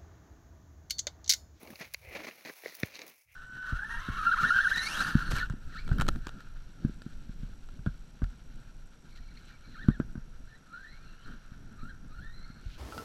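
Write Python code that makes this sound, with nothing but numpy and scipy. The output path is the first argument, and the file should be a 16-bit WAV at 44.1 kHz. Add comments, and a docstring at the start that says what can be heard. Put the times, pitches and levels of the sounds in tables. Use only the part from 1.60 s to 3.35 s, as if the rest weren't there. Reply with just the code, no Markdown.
"""Footsteps in dry brush

Someone walks through dry grass on an open hillside, holding a phone. Each footfall crushes soil and
straw in a cloud of tiny fractures; clods thud and twigs snap, ringing in damped modes. Friction makes
the grass swish, stems scratch and soles scuff. Wind rumbles faintly, and one knock thumps the phone."""
import sys
import numpy as np
from scipy import signal
from scipy.fft import rfft, irfft, next_fast_len
from scipy.io import wavfile
from scipy.ndimage import map_coordinates

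SR = 44100
rng = np.random.default_rng(int(sys.argv[2]) if len(sys.argv) > 2 else 0)


def generate_wav(signal):
    """Clip the signal to [-1, 1] and save it as 16-bit WAV at the path in sys.argv[1]."""
    frames = np.transpose(np.atleast_2d(signal))
    scaled = np.clip(frames, -1, 1) * 32767
    pcm = np.round(scaled).astype(np.int16)
    wavfile.write(sys.argv[1], SR, pcm)


N = 77175

# Crunches underfoot. Each row: start, attack, hold and time to fall 20 dB, all in seconds,
# levels of soil, stalks and straw in dB, pitch factor of soil and stalks.
CRUNCHES = [(0, .015, .12, .05, -57, -67, -71, 1.04), (.187, .008, .05, .055, -58, -51, -57, 1),
            (.207, .004, .014, .02, -44, -45, -52, 1.03), (.49, .05, .06, .07, -54, -53, -63, 1),
            (.546, .006, .018, .022, -44, -41, -50, 1), (.585, .004, .02, .06, -50, -51, -58, .97),
            (.633, .004, .016, .02, -50, -50, -56, 1), (.666, .003, .016, .035, -47, -46, -53, 1),
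            (.70, .02, .11, .05, -67, -64, -69, 1), (.846, .008, .046, .025, -51, -49, -55, .95),
            (1.036, .016, .045, .07, -61, -53, -55, .9), (1.15, .07, .05, .09, -61, -56, -63, 1.05),
            (1.226, .005, .002, .004, -46, -39, -47, .9), (1.315, .028, .026, .025, -60, -51, -53, 1.06),
            (1.38, .01, .036, .03, -56, -55, -57, 1), (1.43, .01, .05, .07, -59, -61, -68, 1)]
# Grass against the legs. Each row: time in seconds, rustle level in dB, hiss level in dB.
SWISH_LEVELS = [(0, -63, -62), (.23, -60, -61), (.325, -66, -66), (.405, -65, -65), (.54, -60, -60),
                (.81, -61, -61), (.98, -57, -56), (1.26, -59, -59), (1.31, -61, -66), (1.5, -61, -63),
                (1.62, -80, -66), (1.665, -86, -79), (1.72, -77, -67)]
# Wind on the microphone. Each row: time in seconds, level in dB.
WIND_LEVELS = [(0, -73), (.12, -61), (.2, -74), (.29, -60), (.36, -63), (.48, -54), (.58, -60), (.66, -75),
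               (.77, -92), (1.18, -94), (1.27, -66), (1.33, -80), (1.5, -95), (1.63, -95), (1.66, -76),
               (1.75, -68)]
# Clods that give way. Each row: start in seconds, peak level in dB, pitch factor.
CLODS = [(.0305, -42, 1.15), (.1025, -42, 1.1), (.111, -44, .95), (.125, -44, .85), (.207, -43, .85)]
# Twig snaps. Each row: start in seconds, relative levels of body, crack, tick and edge in dB,
# pitch factor.
SNAPS = [(.0307, -52, -54, -50, -36, 1), (.0735, -54, -40, -44, -52, 1.1), (.1036, -54, -44, -46, -41, .85),
         (.1566, -62, -40, -38, -50, 1.1), (.3403, -54, -35, -38, -42, 1.05),
         (.3447, -49, -22, -23, -39, 1.05), (.552, -39, -33, -44, -54, 1), (.7105, -58, -34, -52, -62, 1.1),
         (.85, -41, -38, -39, -48, 1), (.896, -38, -28, -45, -58, .82), (1.036, -39, -36, -48, -56, .95),
         (1.059, -29, -26, -48, -62, .9), (1.081, -41, -40, -37, -52, 1), (1.145, -62, -44, -38, -35, 1.05),
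         (1.2313, -39, -28, -33, -43, 1), (1.2328, -35, -19, -26, -42, .94),
         (1.123, -52, -39, -48, -56, .9), (.449, -52, -42, -56, -60, 1.05), (1.355, -58, -46, -31, -52, 1),
         (1.3917, -48, -32, -32, -45, 1), (1.4172, -49, -33, -28, -47, 1.02)]
# Stems scratching past. Each row: start in seconds, time to fall 20 dB in seconds, level in dB.
SCRATCHES = [(.103, .02, -51), (.198, .012, -48), (.337, .007, -37), (1.15, .013, -43), (1.167, .015, -50),
             (1.199, .011, -42), (1.2565, .012, -45), (1.272, .012, -50), (1.4645, .017, -47),
             (1.478, .022, -50), (1.493, .02, -53)]
# Drags of the sole. Each row: start, attack, hold and time to fall 20 dB, all in seconds,
# levels of the hollow note and the rasp in dB.
SCUFFS = [(.405, .075, .06, .05, -56, -55), (1.5, .02, .1, .06, -88, -72), (1.665, .04, .04, .05, -85, -65)]

# Spectra of the noisy sources. Each row: frequency in Hz, relative level in dB.
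SOIL_SPECTRUM = [(50, -48), (130, -12), (200, -3), (300, 0), (420, -2), (550, 1), (760, -4), (950, -9),
                 (1150, -8), (1600, -22), (4000, -50)]
STALK_SPECTRUM = [(100, -60), (500, -35), (1000, -15), (1350, -9), (1700, -5), (2080, 0), (2400, 1),
                  (2750, -6), (3200, -13), (4500, -26), (9000, -50)]
STRAW_SPECTRUM = [(200, -55), (1500, -30), (3200, -9), (4100, 0), (5000, -5), (6500, -6), (7300, -19),
                  (8500, -23), (10500, -16), (16000, -19)]
RUSTLE_SPECTRUM = [(90, -50), (200, -21), (320, -10), (550, -1), (950, -2), (1700, -2), (2350, 5.5),
                   (3200, -4), (4200, 0), (5500, -2), (6600, -4), (7400, -14), (16000, -24)]
HISS_SPECTRUM = [(200, -45), (3600, -8), (5400, 1), (6600, -1), (7300, -7), (8500, -9), (10300, 0),
                 (13500, -3), (15400, -1)]
WIND_SPECTRUM = [(15, -44), (35, -21), (58, 0), (85, -1), (120, -4), (175, -20), (300, -48), (1500, -80)]
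STEM_SPECTRUM = [(150, -32), (1200, -12), (2400, -1), (3300, -5), (6300, 0), (8200, -13), (10200, 0),
                 (13500, -1), (15300, 4)]
HOLLOW_SPECTRUM = [(100, -45), (300, -25), (440, -11), (530, 0), (620, -9), (800, -13), (1200, -27),
                   (4000, -55)]
RASP_SPECTRUM = [(300, -45), (1200, -22), (1750, -13), (2050, 0), (2400, -1), (2800, -10), (3400, -21),
                 (9000, -45)]

# Modes of a clod, then of the four parts of a snap from low to high. Each row: frequency in Hz at
# pitch factor 1, relative level in dB, time to fall 60 dB in seconds.
CLOD_MODES = [(225, 0, .018), (340, -6, .012)]
BODY_MODES = [(390, -6, .011), (540, 0, .014), (760, -7, .008)]
CRACK_MODES = [(1130, -14, .006), (1500, -10, .007), (2060, 0, .009), (2420, -2, .009), (2950, -9, .005)]
TICK_MODES = [(3800, 0, .005), (4450, -1, .004), (5400, -5, .0035), (6300, -5, .004)]
EDGE_MODES = [(10200, 0, .003), (12200, -3, .002), (14300, -1, .003)]


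def undb(db):
    """Amplitude grows tenfold for every 20 dB."""
    return 10 ** (np.asarray(db) / 20)


def unit(x):
    """Normalisation to an rms of 1."""
    return x / np.sqrt(np.mean(x ** 2))


def curve(points):
    """Gain over time, interpolated in decibels between (s, dB) points."""
    return undb(np.interp(np.arange(N) / SR, *np.array(points).T))


def colour(x, spectrum):
    """A minimum-phase filter imposes a spectrum on the excitation; the result has rms 1."""
    hz, db = np.array(spectrum).T
    size = 2 * next_fast_len(N)
    freqs = np.maximum(np.arange(size // 2 + 1) * SR / size, 1)
    magnitude = undb(np.interp(np.log(freqs), np.log(hz), db))
    cepstrum = irfft(np.log(magnitude))
    cepstrum[1:size // 2] *= 2  # folding onto positive time makes the filter causal
    cepstrum[size // 2 + 1:] = 0
    response = np.exp(rfft(cepstrum))
    return unit(irfft(rfft(x, size) * response)[:N])


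def wander(per_s):
    """Slow noise of rms 1, interpolated between random values."""
    points = rng.standard_normal(N)
    return unit(np.interp(np.arange(N) / SR * per_s, np.arange(N), points))


def resample(x, speed):
    """Reading a signal faster raises all its frequencies in proportion."""
    return map_coordinates(x, [np.cumsum(speed)], mode="mirror")


def waver(x, depth=.025):
    """Frequency modulation: resonances drift up and down as the contact moves."""
    return resample(x, 1 + depth * wander(per_s=25))


def grains(per_s, spread_db):
    """Shot noise of rms 1: tiny fractures are impulses of random time, size and sign."""
    sizes = undb(spread_db * np.clip(rng.standard_normal(N), -2, 2))
    occurs = rng.random(N) < per_s / SR
    return unit(occurs * sizes * rng.choice([-1, 1], N))


def envelope(start, attack, hold, release):
    """A linear rise and a hold, then exponential decay of 20 dB per release time."""
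    t = np.arange(N) / SR - start
    return np.clip(t / attack, 0, 1) * undb(-20 * np.maximum(t - attack - hold, 0) / release)


def ring(modes, pitch):
    """Free vibration is a sum of damped modes, radiating little below the lowest; the peak is 1."""
    t = np.arange(SR // 20) / SR
    vibration = sum((-1) ** k * undb(db - 60 * t / t60) * np.sin(2 * np.pi * hz * pitch * t)
                    for k, (hz, db, t60) in enumerate(modes))
    cutoff_hz = .72 * modes[0][0] * pitch
    radiated = signal.lfilter(*signal.butter(3, cutoff_hz, "high", fs=SR), vibration)
    return radiated / np.abs(radiated).max()


def place(sound, start):
    """A pure delay sets a short sound at its start in seconds."""
    return np.interp(np.arange(N) - start * SR, np.arange(len(sound)), sound, left=0, right=0)


def footfalls(clump_db=1.8):
    """Brittle fracture: soil, stalks and straw break in clumps, and overlapping crunches add in power."""
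    rows = np.array(CRUNCHES)
    power = np.array([envelope(*row[:4]) ** 2 for row in rows])
    # Each patch of ground has its own pitch; overlaps take the power-weighted mean.
    pitch = np.average(rows[:, 7:], axis=0, keepdims=True) if len(rows) == 1 else None
    weights = power + 1e-12
    pitch = rows[:, 7] @ weights / weights.sum(axis=0)
    soil = colour(grains(per_s=2500, spread_db=4), SOIL_SPECTRUM)
    fractures = grains(per_s=3000, spread_db=4)
    stalks = waver(colour(fractures, STALK_SPECTRUM))
    straw = colour(fractures, STRAW_SPECTRUM)
    layers = np.array([resample(soil, pitch), resample(stalks, pitch), straw])
    gains = np.sqrt(undb(rows[:, 4:7]).T ** 2 @ power)
    clumps = unit(undb(clump_db * wander(per_s=190)))
    return (layers * gains).sum(axis=0) * clumps


def grass(clump_db=1.6):
    """Friction between blades makes a rustle and a fine hiss, sprinkled with crackles."""
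    friction = grains(per_s=5000, spread_db=6) + .7 * rng.standard_normal(N)
    crackles = .55 * grains(per_s=110, spread_db=4)
    rub = (friction + crackles) * undb(clump_db * wander(per_s=110))
    levels = np.array(SWISH_LEVELS)
    rustle = colour(rub, RUSTLE_SPECTRUM) * curve(levels[:, [0, 1]])
    hiss = colour(rub, HISS_SPECTRUM) * curve(levels[:, [0, 2]])
    return rustle + hiss


def wind():
    """Turbulence in light air buffets the microphone with low-frequency pressure noise."""
    return colour(rng.standard_normal(N), WIND_SPECTRUM) * curve(WIND_LEVELS)


def clods():
    """Lumps of earth give way; heavy damping of their low modes leaves a soft thud."""
    return sum(undb(db) * place(ring(CLOD_MODES, pitch), start) for start, db, pitch in CLODS)


def twigs(gain_db=-3, splinter_gain=.14, splinter_decay_s=.0022):
    """Impulse excitation: one break and a brief spray of splinters set each twig's modes ringing."""
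    t = np.arange(SR // 50) / SR
    parts = (BODY_MODES, CRACK_MODES, TICK_MODES, EDGE_MODES)
    snaps = np.zeros(N)
    for start, *part_db, pitch in SNAPS:
        splinters = rng.standard_normal(len(t)) * (rng.random(len(t)) < .5)
        fracture = splinter_gain * splinters * np.exp(-t / splinter_decay_s)
        fracture[0] = 1  # the main break
        wood = sum(undb(db) * ring(modes, pitch) for db, modes in zip(part_db, parts))
        snaps += place(signal.fftconvolve(fracture, wood), start)
    return undb(gain_db) * snaps


def stems():
    """Stick-slip friction: dry stems catch and slide off in a run of thin, bright ticks."""
    slides = sum(undb(db) * envelope(start, attack=.0006, hold=.001, release=release)
                 for start, release, db in SCRATCHES)
    return slides * colour(grains(per_s=3500, spread_db=4), STEM_SPECTRUM)


def scuffs():
    """Sliding friction of the sole on grit excites a hollow resonance and a higher rasp."""
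    drag = grains(per_s=3500, spread_db=3)
    hollow = waver(colour(drag, HOLLOW_SPECTRUM))
    rasp = waver(colour(drag, RASP_SPECTRUM))
    return sum((undb(hollow_db) * hollow + undb(rasp_db) * rasp) * envelope(*timing)
               for *timing, hollow_db, rasp_db in SCUFFS)


def knock(start_s=1.2324, peak_db=-20.7, contact_s=.0034, bass_cut_hz=92):
    """A soft impact gives the phone one force pulse; the microphone's bass cut makes it a tight thump."""
    t = np.arange(SR // 20) / SR
    push = np.sin(np.pi * np.minimum(t / contact_s, 1)) ** 2
    thump = signal.lfilter(*signal.butter(4, bass_cut_hz, "high", fs=SR), push)
    return undb(peak_db) * place(thump / np.abs(thump).max(), start_s)


def scene():
    """Superposition in a free field: the close sources add in one channel, without echoes."""
    return (footfalls() + grass() + wind() + clods() + twigs() + stems() + scuffs() + knock())[None]


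def record(dry):
    """Band limiting: the phone's steep low-pass filter removes the highest treble."""
    cutoff_hz = 16200
    return signal.sosfilt(signal.ellip(10, .2, 70, cutoff_hz, fs=SR, output="sos"), dry)


dry = scene()
out = record(dry)
generate_wav(out)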